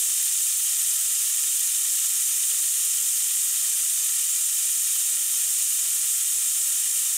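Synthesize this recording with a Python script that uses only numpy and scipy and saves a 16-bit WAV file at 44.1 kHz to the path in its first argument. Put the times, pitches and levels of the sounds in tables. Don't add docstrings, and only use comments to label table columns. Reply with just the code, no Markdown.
import sys
import numpy as np
from scipy import signal
from scipy.fft import rfft, irfft, next_fast_len
from scipy.io import wavfile
from scipy.ndimage import uniform_filter1d

SR = 44100
rng = np.random.default_rng(int(sys.argv[2]) if len(sys.argv) > 2 else 0)


def to_wav(sig):
    pcm = np.clip(np.atleast_2d(sig), -1, 1) * 32767
    pcm = np.round(pcm).astype(np.int16)
    wavfile.write(sys.argv[1], SR, pcm.T)


def amplitude_ratio(level_db):
    exponent = np.asarray(level_db, float) / 20
    return 10 ** exponent


N = 316197


def evened(x):
    return x / np.sqrt(np.mean(x ** 2) + 1e-20)


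def read_curve(points, hz):
    f, value = np.transpose(points)
    return np.interp(np.log(hz + 1), np.log(f + 1), value)


def wander(frames, bins, along, across):
    field = rng.standard_normal((frames, bins))
    smooth_in_time = uniform_filter1d(field, along, 0)
    return evened(uniform_filter1d(smooth_in_time, across, 1)).T


def jet():
    window, hop = 256, 64
    roar_top_hz, fizz_foot_hz = 5600, 11000
    sag_db_per_s, roar_sag_db_per_s = -0.05, -0.2
    frames, hz = N // hop + 5, np.fft.rfftfreq(window, 1 / SR)
    t = np.arange(frames) * hop / SR
    roar = 1 / (1 + (hz / roar_top_hz) ** 8)
    fizz = 1 / (1 + (fizz_foot_hz / (hz + 1)) ** 12)
    upper_roar = roar / (1 + (3200 / (hz + 1)) ** 6)
    level_db = np.outer(sag_db_per_s + roar_sag_db_per_s * upper_roar, t - t.mean())

    slow_db = 0.088 + 0.09 * roar + 0.26 * fizz
    level_db += slow_db[:, None] * wander(frames, len(hz), along=30, across=20)
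    quick_db = 0.14 + 1.18 * roar * hz / (hz + 500) + 1.46 * fizz
    level_db += quick_db[:, None] * wander(frames, len(hz), along=5, across=50)
    draught_db = 2.8 / (1 + (hz / 160) ** 2)
    level_db += draught_db[:, None] * wander(frames, 1, along=45, across=1)

    a, b, c, d = rng.standard_normal((frames, len(hz), 4)).T
    spectra = np.array([a + 1j * b, c + 1j * d]) * amplitude_ratio(level_db)
    return signal.istft(spectra, nperseg=window, noverlap=window - hop)[1][:, :N]


def surroundings(noise):
    # f/Hz, level/dB per Hz
    jet_colour = [(20, -52), (290, -46.5), (700, -34), (1100, -23), (1700, -21), (2400, -16.5),
                  (4700, -13.5), (6000, -9), (7300, 0), (9000, -0.4), (10500, -8), (12300, -10),
                  (14000, -9.5), (15700, -15)]
    echoes = [(318, 0.189), (567, 0.067), (648, 0.061), (856, -0.027), (1187, -0.049), (1642, 0.203),
              (1669, -0.065), (1815, -0.029), (2138, 0.061), (2547, 0.023), (2618, -0.033), (2998, -0.022),
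              (3087, 0.036), (3432, -0.027), (3795, 0.02), (4069, -0.029), (4578, 0.029), (5354, -0.029),
              (5993, -0.019), (6204, 0.027)]
    # f/Hz, level/dB
    port_difference = [(60, -11), (420, -5.5), (750, -11), (1600, -20), (3800, -15), (6800, -27.5),
                       (9300, -16.5), (12300, -24)]
    # f/Hz, share/1
    tied_share = [(60, .1), (600, 0.46), (4000, 0.54), (7500, 0), (9200, 0.84), (10500, 0.7), (12500, .2)]
    flow_db, edge_hz = -24, 15745
    size = next_fast_len(N)
    hz = np.fft.rfftfreq(size, 1 / SR)
    common, stray = rfft(noise, size) * amplitude_ratio(read_curve(jet_colour, hz))

    scattered = 1 / (1 + (480 / (hz + 1)) ** 4)
    warm = 1 + 0.92 / (1 + (hz / 3140) ** 2)
    comb = sum(gain * np.exp(-2j * np.pi * hz * us / 1e6) for us, gain in echoes)
    common = common * (1 + warm * scattered * comb)

    lag = np.arange(2000) / SR
    tail = rng.standard_normal(len(lag)) * amplitude_ratio(-60 * lag / 0.071) * (lag > 0.004)
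    tail = tail / np.linalg.norm(tail)
    common = common * (1 + amplitude_ratio(-19) * scattered * rfft(tail, size))

    band = (hz < edge_hz) * amplitude_ratio(-4 * np.clip((hz - 15250) / 150, 0, 1))
    common, stray = common * band, stray * band

    tied = np.clip(read_curve(tied_share, hz), 0, 1)
    coherent = -tied * np.exp(1.0j) * common
    incoherent = np.sqrt(1 - tied ** 2) * stray
    side = amplitude_ratio(read_curve(port_difference, hz)) * (coherent + incoherent)
    mid, side = irfft(np.array([common, side]), size)[:, :N]
    loudness = amplitude_ratio(flow_db + 0.71) / np.std(mid)
    return loudness * np.array([mid + side, mid - side])


def distant_motor():
    # t/s, duration/s, level/dB, f/Hz at the start
    spells = [
        (.15, .3, -74, 664),
        (2.5, 0.26, -72, 674),
        (4.702, 1.8, -73, 641),
        (6.9, .4, -72, 680),
    ]
    free_hz, spin_up_s, swell_s = 700, 1.5, 0.15
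    t = np.arange(N) / SR
    waver_hz = 3.5 * evened(uniform_filter1d(rng.standard_normal(N), size=2000))
    fading_db = 2.8 * evened(uniform_filter1d(rng.standard_normal(N), size=2400))
    whine = np.zeros(N)
    for start, length, db, start_hz in spells:
        climb = np.exp(-np.maximum(t - start, 0) / spin_up_s)
        hz = free_hz - (free_hz - start_hz) * climb
        inside_s = np.minimum(t - start, start + length - t)
        swell = np.clip(inside_s / swell_s + 0.5, 0, 1)
        phase = 2 * np.pi * np.cumsum(hz + waver_hz) / SR
        whine += swell * amplitude_ratio(db + fading_db) * np.sin(phase)
    return np.sqrt(2) * whine


def mains_hum():
    # f/Hz, level/dB
    harmonics = [(300, -90), (500, -81.5)]
    t = np.arange(N) / SR
    return np.sqrt(2) * sum(amplitude_ratio(db) * np.sin(2 * np.pi * f * t) for f, db in harmonics)


def scene():
    return surroundings(jet()) + distant_motor() + mains_hum()


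def low_pass(x):
    return signal.sosfilt(signal.butter(12, 15790, fs=SR, output="sos"), x)


def record(dry):
    mix = 0.45 * np.tanh(dry / 0.45)
    return low_pass(mix)


dry = scene()
out = record(dry)
to_wav(out)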